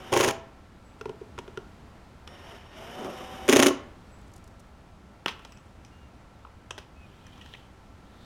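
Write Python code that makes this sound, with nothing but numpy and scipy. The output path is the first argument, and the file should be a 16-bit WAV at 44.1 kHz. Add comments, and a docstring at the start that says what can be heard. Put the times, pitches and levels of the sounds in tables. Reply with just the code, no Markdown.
"""In a yard before a barn door, a cordless impact driver tightens two screws on a small engine's cover.
Its motor whirs as gear noise and shaft harmonics; hammer blows and rebounds in pairs, and knocks of the bit,
crack as noise and ring the cover's modes. Set down, the tool snaps and rings its resonances.
Narrow bands of noise hiss as scrapes and stiff cloth ticks; the barn's walls answer in decaying noise.
Birds call as gliding tones over a far rumble of coloured noise with a faint whine."""
import sys
import numpy as np
from scipy import signal
from scipy.fft import rfft, irfft, next_fast_len
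from scipy.io import wavfile
from scipy.ndimage import uniform_filter1d, map_coordinates

SR = 44100
rng = np.random.default_rng(int(sys.argv[2]) if len(sys.argv) > 2 else 0)


def invert_db(level):
    """Linear amplitude ratio for a level in decibels (20 dB per decade), elementwise."""
    return 10 ** (np.asarray(level, dtype=float) / 20)


def inscribe(sig):
    """Save sig as 16-bit PCM at rate SR to the path in sys.argv[1].

    A 1-D sig is mono; a 2-D sig holds one channel per row.
    Samples are clipped to [-1, 1] before scaling.
    """
    pcm = np.round(np.clip(np.atleast_2d(sig).T, -1, 1) * 32767)
    wavfile.write(sys.argv[1], SR, pcm.astype(np.int16))


N = 363825
TIME = np.arange(N) / SR

# Modes of the cover. Each row: frequency in Hz, 60 dB decay time in seconds, then relative level in dB
# at the first screw, at the second screw and under the loose bit.
COVER = [(121.3, 0.062, -7.5, -17.5, -2), (250, 0.071, -10.5, -0.5, -6), (275.4, 0.18, -27, -7, -13),
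         (371, 0.089, 3.5, 1, 3.5), (436, 0.073, -1.5, -7, 6), (549.6, 0.042, -0.5, -2.5, -4),
         (662.4, 0.4, -17.5, -25, -21.5), (802.6, 0.33, -14, -25, -22), (944, 0.033, -4.5, -14, 3.5),
         (1084, 0.075, -5, -11.5, -10.5), (1394, 0.026, -11.5, -14, 5.5)]


def unit(x):
    """Normalisation: scales a signal to an rms of 1."""
    return x / np.sqrt(np.mean(x ** 2) + 1e-20)


def along(points, hz):
    """Interpolation on a logarithmic frequency axis, through (Hz, value) points."""
    point_hz, values = np.transpose(points)
    return np.interp(np.log(hz + 1), np.log(point_hz + 1), values)


def curves(rows):
    """Linear interpolation in time: one curve per column after the first, then a soft gate shut outside the rows."""
    s, *columns = np.transpose(rows)
    is_open = 1. * ((TIME >= s[0]) & (TIME <= s[-1]))
    gate = uniform_filter1d(is_open, size=300, mode="nearest")
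    return [np.interp(TIME, s, column) for column in columns] + [gate]


def wobble(rate):
    """Slow random modulation: a smooth curve through `rate` random knots a second."""
    knots = rng.standard_normal(int(N * rate / SR) + 4)
    return map_coordinates(knots, [TIME * rate])


def filtered(x, response):
    """Linear filtering: multiplies the spectrum by a response of frequency."""
    size = next_fast_len(len(x) + 8192)
    spectrum = rfft(x, size) * response(np.fft.rfftfreq(size, 1 / SR))
    return irfft(spectrum, size)[:len(x)]


def noise(response):
    """Coloured noise: white noise shaped by a response, at an rms of 1."""
    return unit(filtered(rng.standard_normal(N), response))


def even(x):
    """Envelope flattening: irons out the chance swells of noise, so that like blows crack alike."""
    return x / np.sqrt(np.abs(uniform_filter1d(x ** 2, size=130)) + 1e-6)


def resonances(peaks):
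    """Modal superposition: sums (Hz, width in Hz, dB) resonances, neighbours in opposite sign."""
    def response(f):
        total = 0
        for k, (centre, width, db) in enumerate(peaks):
            damping = 1j * f * width
            total = total + (-1) ** k * invert_db(db) * damping / (centre * centre - f * f + damping)
        return total
    return response


def tone(hz, rough_hz):
    """Frequency modulation: the phase is the integral of a fluttering pitch."""
    return 2 * np.pi * np.cumsum(hz + rough_hz * wobble(60)) / SR


def shaking(place):
    """Forced vibration: steady noise excites the cover's modes, as heard from one place on it."""
    modes = resonances([(row[0], 4.1 / row[1] + 8, row[2 + place]) for row in COVER])
    top_hz = 1800  # the shaking fades above this
    return noise(lambda f: modes(f) / (1 + (f / top_hz) ** 4))


def tool(low_db, high_db, spread_db):
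    """Body resonance: modes of the tool and loose parts, randomly varied and tipped towards low or high."""
    # Each row: frequency in Hz, width in Hz, level in dB before the random spread.
    body_modes = [(220, 240, 1.5), (484, 210, 6.5), (950, 290, 7), (1354, 290, 8.5), (1960, 320, -1),
                  (2516, 280, 2.5), (3200, 520, 0), (5110, 490, 3.5), (5940, 830, 2.5), (9100, 3500, -9.5)]
    rings = resonances([(hz, width, db + rng.normal(0, spread_db)) for hz, width, db in body_modes])
    tilt = [(1450, low_db), (1900, 0), (4000, 0), (4800, high_db)]
    return lambda f: rings(f) * invert_db(along(tilt, f))


def hammer():
    """Impact excitation: blows, rebounds and knocks ring the cover's modes, with a crack and a loose rattle."""
    # Hammer strokes. Each row: time in seconds, strength in dB.
    blows = [(0.1272, -14), (.1645, -13), (.2, -13), (0.2377, -13.5), (0.2786, -14.5), (3.4883, -9),
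             (3.5259, -6.5), (3.5609, -7.5), (3.5926, -8), (3.6252, -6), (3.6607, -9)]
    # Lighter knocks of the bit on the cover. Each row: time in seconds, crack strength in dB,
    # thump in dB relative to the crack.
    knocks = [(0.1198, -29.5, 5), (1.0115, -30, -10.5), (1.056, -32, -5), (1.086, -53, 9.5),
              (1.0934, -33.5, -5), (1.2128, -53.5, 10), (1.379, -34, -9), (1.3875, -23.5, -16),
              (1.4785, -38.5, -4), (1.5736, -29, -6.5), (2.2753, -28.5, -28), (3.0091, -37.5, 5.5),
              (3.0454, -32.5, 4.5), (3.48, -18.5, -7.5), (3.6819, -20.5, -3.5), (3.7064, -38, 17)]
    # Each screw's seat. Each row: first flight to the rebound in seconds, then levels in dB against the
    # stroke's strength: the blow's crack, the blow's thump, dragging steel, the cover shaken by the dragging.
    seats = [(.0092, -3.5, -7, -21.5, -12.5), (0.00728, 0, -5.5, -28.5, -18)]
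    # Steel on steel. Each row: frequency in Hz, relative noise density in dB.
    anvil = [(470, -35.5), (800, -3.5), (1080, -7), (3020, -3.5), (4290, -15.5), (6740, -7), (7930, -22.5),
             (8990, -14.5), (15500, -28.5)]
    rebound_thump_db = -14  # the rebound is mostly crack
    flight_shrinks = .96  # each flight over the one before, as the screw tightens
    cock_s, cock_db = 0.00643, -15.5  # the hammer ticks over its cam just before a blow
    drag_lead_s, drag_lag_s = 0.0034, 0.037  # the hammer drags from before the first blow to after the last
    soft_db_per_octave = .5  # a duller knock reaches the upper modes less: loss for each dB of thump
    low_cut_hz = 205  # low cut on the ring of all but the lowest mode

    hits, drag, rumble = list(knocks), 0, 0
    for screw, (flight, crack_db, thump_db, drag_db, shake_db) in enumerate(seats):
        strokes = [row for row in blows if (row[0] > 1) == screw]
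        hits += [(s, db + crack_db, thump_db - crack_db) for s, db in strokes]
        hits += [(s - cock_s, db + cock_db, rebound_thump_db) for s, db in strokes[1:]]
        hits += [(s + flight * flight_shrinks ** k, db, rebound_thump_db)
                 for k, (s, db) in enumerate(strokes)]
        gate, = curves([(strokes[0][0] - drag_lead_s,), (strokes[-1][0] + drag_lag_s,)])
        effort = gate * invert_db(np.mean(strokes, axis=0)[1])
        drag = drag + effort * invert_db(drag_db + 3.6 * wobble(200))
        rumble = rumble + effort * invert_db(shake_db) * shaking(screw)

    lowest, ring, steel_burst, dull_burst = np.zeros((4, N + SR))
    t = np.arange(SR // 2) / SR
    hz, t60, *levels = np.transpose(COVER)[:, :, None]
    sides = (-1) ** np.arange(len(COVER))[:, None]  # neighbouring modes start in opposite directions
    ring_rise = 1 - np.exp(-t / 0.0011)
    crack = invert_db(-60 * t / 0.012)
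    rattle = invert_db(-11.0 - 60 * t / 0.047)
    crack_shape = (1 - np.exp(-t / 0.00035)) * (crack + rattle)
    for s, db, thump_db in hits:
        place = 0 if s < 1 else 1 if 2.5 < s < 4 else 2  # first screw, second screw, loose bit
        loose = place == 2
        octaves_up = np.log2(np.maximum(hz / 450, 1))
        soft_db = loose * soft_db_per_octave * max(thump_db + 8, 0) * octaves_up
        mode_db = levels[place] - soft_db + rng.normal(0, 3.33, hz.shape)
        sizes = sides * invert_db(mode_db - 60 * t / t60) * ring_rise
        waves = invert_db(db + thump_db) * sizes * np.sin(2 * np.pi * hz * t)
        span = slice(round(s * SR), round(s * SR) + len(t))
        lowest[span] += waves[0]
        ring[span] += waves[1:].sum(0)
        burst = dull_burst if loose else steel_burst
        burst[span] += invert_db(db - 6.5) * crack_shape

    steel = even(noise(lambda f: invert_db(along(anvil, f))))
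    dull = even(noise(tool(low_db=-7.5, high_db=-12.5, spread_db=0)))  # a loose bit sets off the tool's body
    upper = filtered(ring[:N] + rumble, lambda f: f ** 8 / (f ** 8 + low_cut_hz ** 8))
    cracks = (steel_burst[:N] + drag) * steel + dull_burst[:N] * dull
    return lowest[:N] + upper + cracks


def motor():
    """Rotating machinery: shaft speed sets harmonics and gear whine, effort their levels; the speed control sings."""
    # Two runs of the motor. Each row: time in seconds, shaft rate in Hz, effort in dB.
    runs = [
        [(0, 250, -58.5), (.12, 255, -57)],
        [(2.27, 160, -65), (2.38, 191, -61.5), (2.52, 228, -58.5), (2.6, 245, -62.5), (2.7, 205, -67),
         (2.77, 212, -58), (2.83, 218, -57), (2.97, 250, -55.5), (3.48, 257, -55.5)],
    ]
    # Shaft orders. Each row: multiple of the shaft rate, relative level in dB.
    shaft_orders = [(2, -3), (3, 3), (4, -8), (14.5, -12.5)]
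    # Colour of the gear noise as heard. Each row: frequency in Hz, relative noise density in dB.
    gear_noise = [(530, -6.5), (900, -1.5), (2700, -8), (3000, -1), (3250, -8), (3800, -15), (4330, -22.5),
                  (5370, -14), (7860, -27.5), (9290, -25), (11500, -32), (13000, -25.5), (15500, -48.5)]
    # Speed-control tone while the trigger is held. Each row: start in seconds, end in seconds, level in dB.
    trigger = [(2.27, 2.57, -60.5), (2.65, 3.47, -63.5)]
    # Its harmonics. Each row: multiple of the tone, relative level in dB.
    switch_orders = [(1, 0), (2, -8), (3, -7), (5, -15)]
    switch_hz = 1840
    full_effort_db = -55
    orders_over_db, orders_grow = 8.5, 2.0  # over the effort; further gain for each dB of effort
    brightens, bright_hz = 0.88, 6000  # gear treble gained for each dB of effort, above this
    mesh_teeth, mesh_under_db = 21.8, -14  # gear whine: multiple of the shaft, level against the effort
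    loose_db, seated_s, seated_db = 6.5, 2.94, 10  # the cover shakes more once the bit has seated
    jolt_s, jolt_width_s, jolt_db = 3.055, 0.063, 9.5  # the bit judders as the thread bites

    gears = noise(lambda f: invert_db(along(gear_noise, f)))
    treble = filtered(gears, lambda f: 1 / (1 + (bright_hz / (f + 1)) ** 4))
    jolt = np.exp(-((TIME - jolt_s) / jolt_width_s) ** 2)
    contact_db = np.where(TIME > seated_s, seated_db, loose_db) + jolt_db * jolt
    shake = invert_db(uniform_filter1d(contact_db, size=900) + 2.1 * wobble(35)) * shaking(1)
    out = np.zeros(N)
    for rows in runs:
        hz, db, gate = curves(rows)
        extra_db = db - full_effort_db
        whine = invert_db(mesh_under_db + 3 * wobble(41)) * np.sin(tone(mesh_teeth * hz, rough_hz=40))
        turn = tone(hz, rough_hz=1.5)
        orders = sum(invert_db(level + 2 * wobble(13)) * np.sin(k * turn) for k, level in shaft_orders)
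        orders = invert_db(orders_over_db + orders_grow * extra_db) * orders
        bright_gears = gears + (invert_db(brightens * extra_db + 5.0) - 1) * treble
        grind = invert_db(8.5 + 1.3 * wobble(90)) * bright_gears
        out += gate * invert_db(db) * (grind + shake + whine + orders)
    beat = tone(switch_hz, rough_hz=1.6)
    held = sum(invert_db(db) * curves([(on,), (off,)])[0] for on, off, db in trigger)
    song = sum(invert_db(level + 2.6 * wobble(25)) * np.sin(k * beat) for k, level in switch_orders)
    return out + held * song


def clicks():
    """Transient excitation: snaps with settling grit ring the tool and loose parts, each in its own balance."""
    # Small clicks, snaps and grit. Each row: time in seconds, level in dB before the balance,
    # balance in dB of the low end (below about 1.8 kHz) and of the high end (above about 5 kHz).
    snaps = [(5.274, -31, -2, -13.5), (5.309, -41.5, 2, -8), (6.786, -34, -5.5, -10), (7.378, -55, 8, -8),
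             (5.393, -43, 0.5, -14), (5.2598, -17, -3.5, -16), (5.2812, -23.5, -12, -16),
             (5.4495, -41, -1.5, -4.5), (5.5216, -44.5, -8, -7), (5.5728, -48.5, -15, -9),
             (5.8484, -43.5, -22, -4.5), (6.449, -48.5, 10.5, -34), (6.707, -27, -4.5, -7.5),
             (6.779, -32.5, -3.5, -9), (7.2662, -45.5, -6, -6), (7.4124, -42, -20, -18),
             (7.46, -42.5, -10, -13),  (7.5372, -33, -16, -24)]
    out, t = np.zeros(N + SR), np.arange(SR // 4) / SR
    for s, db, low_db, high_db in snaps:
        snap = invert_db(-60 * t / 0.014)
        grit = invert_db(-15 - 60 * t / 0.14 + 4.9 * wobble(153)[:len(t)])
        source = (snap + grit) * rng.standard_normal(len(t))
        puff = filtered(source, tool(low_db, high_db, spread_db=2))
        size = np.sqrt(1 + invert_db(2 * low_db) + invert_db(2 * high_db))
        out[round(s * SR):][:len(t)] += invert_db(db + 2.5) * size * puff / np.abs(puff).max()
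    return out[:N]


def scrapes():
    """Sliding band noise: narrow hissing scrapes, the first after the tool is set down, fainter and lower at their ends."""
    # Each row: start, loudest moment and end in seconds, then centre in Hz and level in dB when loudest.
    hisses = [(5.285, 5.3, 5.6, 2950, -59.5), (6.998, 7.537, 7.68, 3270, -58.5),
              (8.044, 8.238, 8.4, 3830, -63)]
    edge_db, slide = -12, 0.14  # level change and share of the centre frequency lost at the ends
    centres = np.array([2600, 3100, 3600, 4100])  # Hz
    bands = np.array([noise(resonances([(c, 350, 0)])) for c in centres])
    out = np.zeros(N)
    for start, loudest, end, hz, db in hisses:
        edge, gate = curves([(start, 1), (loudest, 0), (end, 1)])
        centre_hz = hz * (1 - slide * edge)
        share = np.exp(-((centre_hz - centres[:, None]) / 400) ** 2)
        level = invert_db(db + edge_db * edge + 2.1 * wobble(150))
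        out += gate * level * (share * bands).sum(0)
    return out


def rustle():
    """Sparse random impulses: stiff cloth crackles in scattered tiny ticks, mostly treble."""
    # Each row: start in seconds, end in seconds, level of the faintest ticks in dB.
    crackles = [(4.186, 4.66, -63.5)]
    ticks = np.zeros(N)
    for start, end, db in crackles:
        when, size = rng.random((14, 2)).T
        ticks[((start + when * (end - start)) * SR).astype(int)] = invert_db(db + 10 * size)
    envelope = signal.fftconvolve(ticks, invert_db(-60 * TIME[:2000] / 0.027))[:N]
    return envelope * noise(lambda f: np.exp(-np.log((f + 1) / 6500) ** 2 / 0.34))


def barn(x):
    """Reverberation: the walls' answer is noise in which each frequency dies at its own speed."""
    # Each row: frequency in Hz, 60 dB decay time in seconds.
    decay = [(400, 0.48), (800, 0.58), (3000, 0.43), (12000, 0.16)]
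    hz, t, z = signal.stft(rng.standard_normal(SR), SR, nperseg=256)
    fade = invert_db(-60 * t / along(decay, hz)[:, None])
    tail = signal.istft(z * fade, SR, nperseg=256)[1]
    delayed = np.pad(x, (600, 0))  # samples
    return signal.fftconvolve(delayed, tail / np.linalg.norm(tail))[:N]


def birds():
    """Gliding near-pure tones: a thin high call and a lower warble, both with fluttering pitch and level."""
    # Shape of the high call. Each row: time from its start in seconds, pitch in Hz, relative level in dB.
    high_call = [(0, 9200, -8), (.012, 8100, -9), (.05, 7720, 0), (.127, 7750, -6), (.132, 7800, -30),
                 (.165, 9800, -30), (.17, 9300, -1), (.186, 7200, -2)]
    # The high bird. Each row: start in seconds, level in dB.
    high_bird = [(.82, -71), (4.092, -69.5), (5.487, -68)]
    # The low bird. Each row: start in seconds, length in seconds, pitch at the start in Hz, mid-note level in dB.
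    low_bird = [(5.91, .21, 2780, -68), (6.96, .1, 2530, -57), (7.23, .065, 2440, -62),
                (7.305, .1, 2380, -65)]
    note_arch, note_swell_db = .035, 6  # each note arches, sags and swells towards its middle
    out = np.zeros(N)
    for start, call_db in high_bird:
        hz, db, gate = curves(np.add(high_call, [start, 0, call_db]))
        out += gate * invert_db(db + 3.6 * wobble(50)) * np.sin(tone(hz, rough_hz=24.8))
    for start, length, hz, db in low_bird:
        part, gate = curves([(start, 0), (start + length, 1)])
        arch = np.sin(np.pi * part)
        note_hz = hz * (1 + note_arch * (arch - part))
        level = invert_db(db + note_swell_db * (arch - 1) + 4 * wobble(45))
        out += gate * level * np.sin(tone(note_hz, rough_hz=12))
    return out


def yard():
    """Broadband ambience: far traffic rumble and air, drifting a little, with a faint whine."""
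    # Each row: frequency in Hz, relative noise density in dB.
    colour = [(20, -12), (70, -1), (157, -11.5), (191, -8.5), (439, -19), (811, -18.5), (2470, -30.5),
              (7950, -43), (15500, -55.5)]
    # A far whine that comes and goes: frequency in Hz, level in dB.
    hum = (1343, -68)
    hum_hz, hum_db = hum
    air = invert_db(-50 + 1.1 * wobble(1.5)) * noise(lambda f: invert_db(along(colour, f)))
    whine = invert_db(hum_db + 1.8 * wobble(1)) * np.sin(tone(hum_hz, rough_hz=6.4))
    return air + whine


def scene():
    """Superposition: near sources with the barn's answer, over birds and yard."""
    near = hammer() + motor() + clicks() + scrapes() + rustle()
    return (near + invert_db(-16.0) * barn(near) + birds() + yard())[None]


def band_limit(x):
    """A steep low-pass at the top of the band."""
    return signal.sosfilt(signal.butter(12, 16520, fs=SR, output="sos"), x)


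def record(dry):
    """Signal chain: the finished mix goes through the last stage."""
    return band_limit(dry)


dry = scene()
out = record(dry)
inscribe(out)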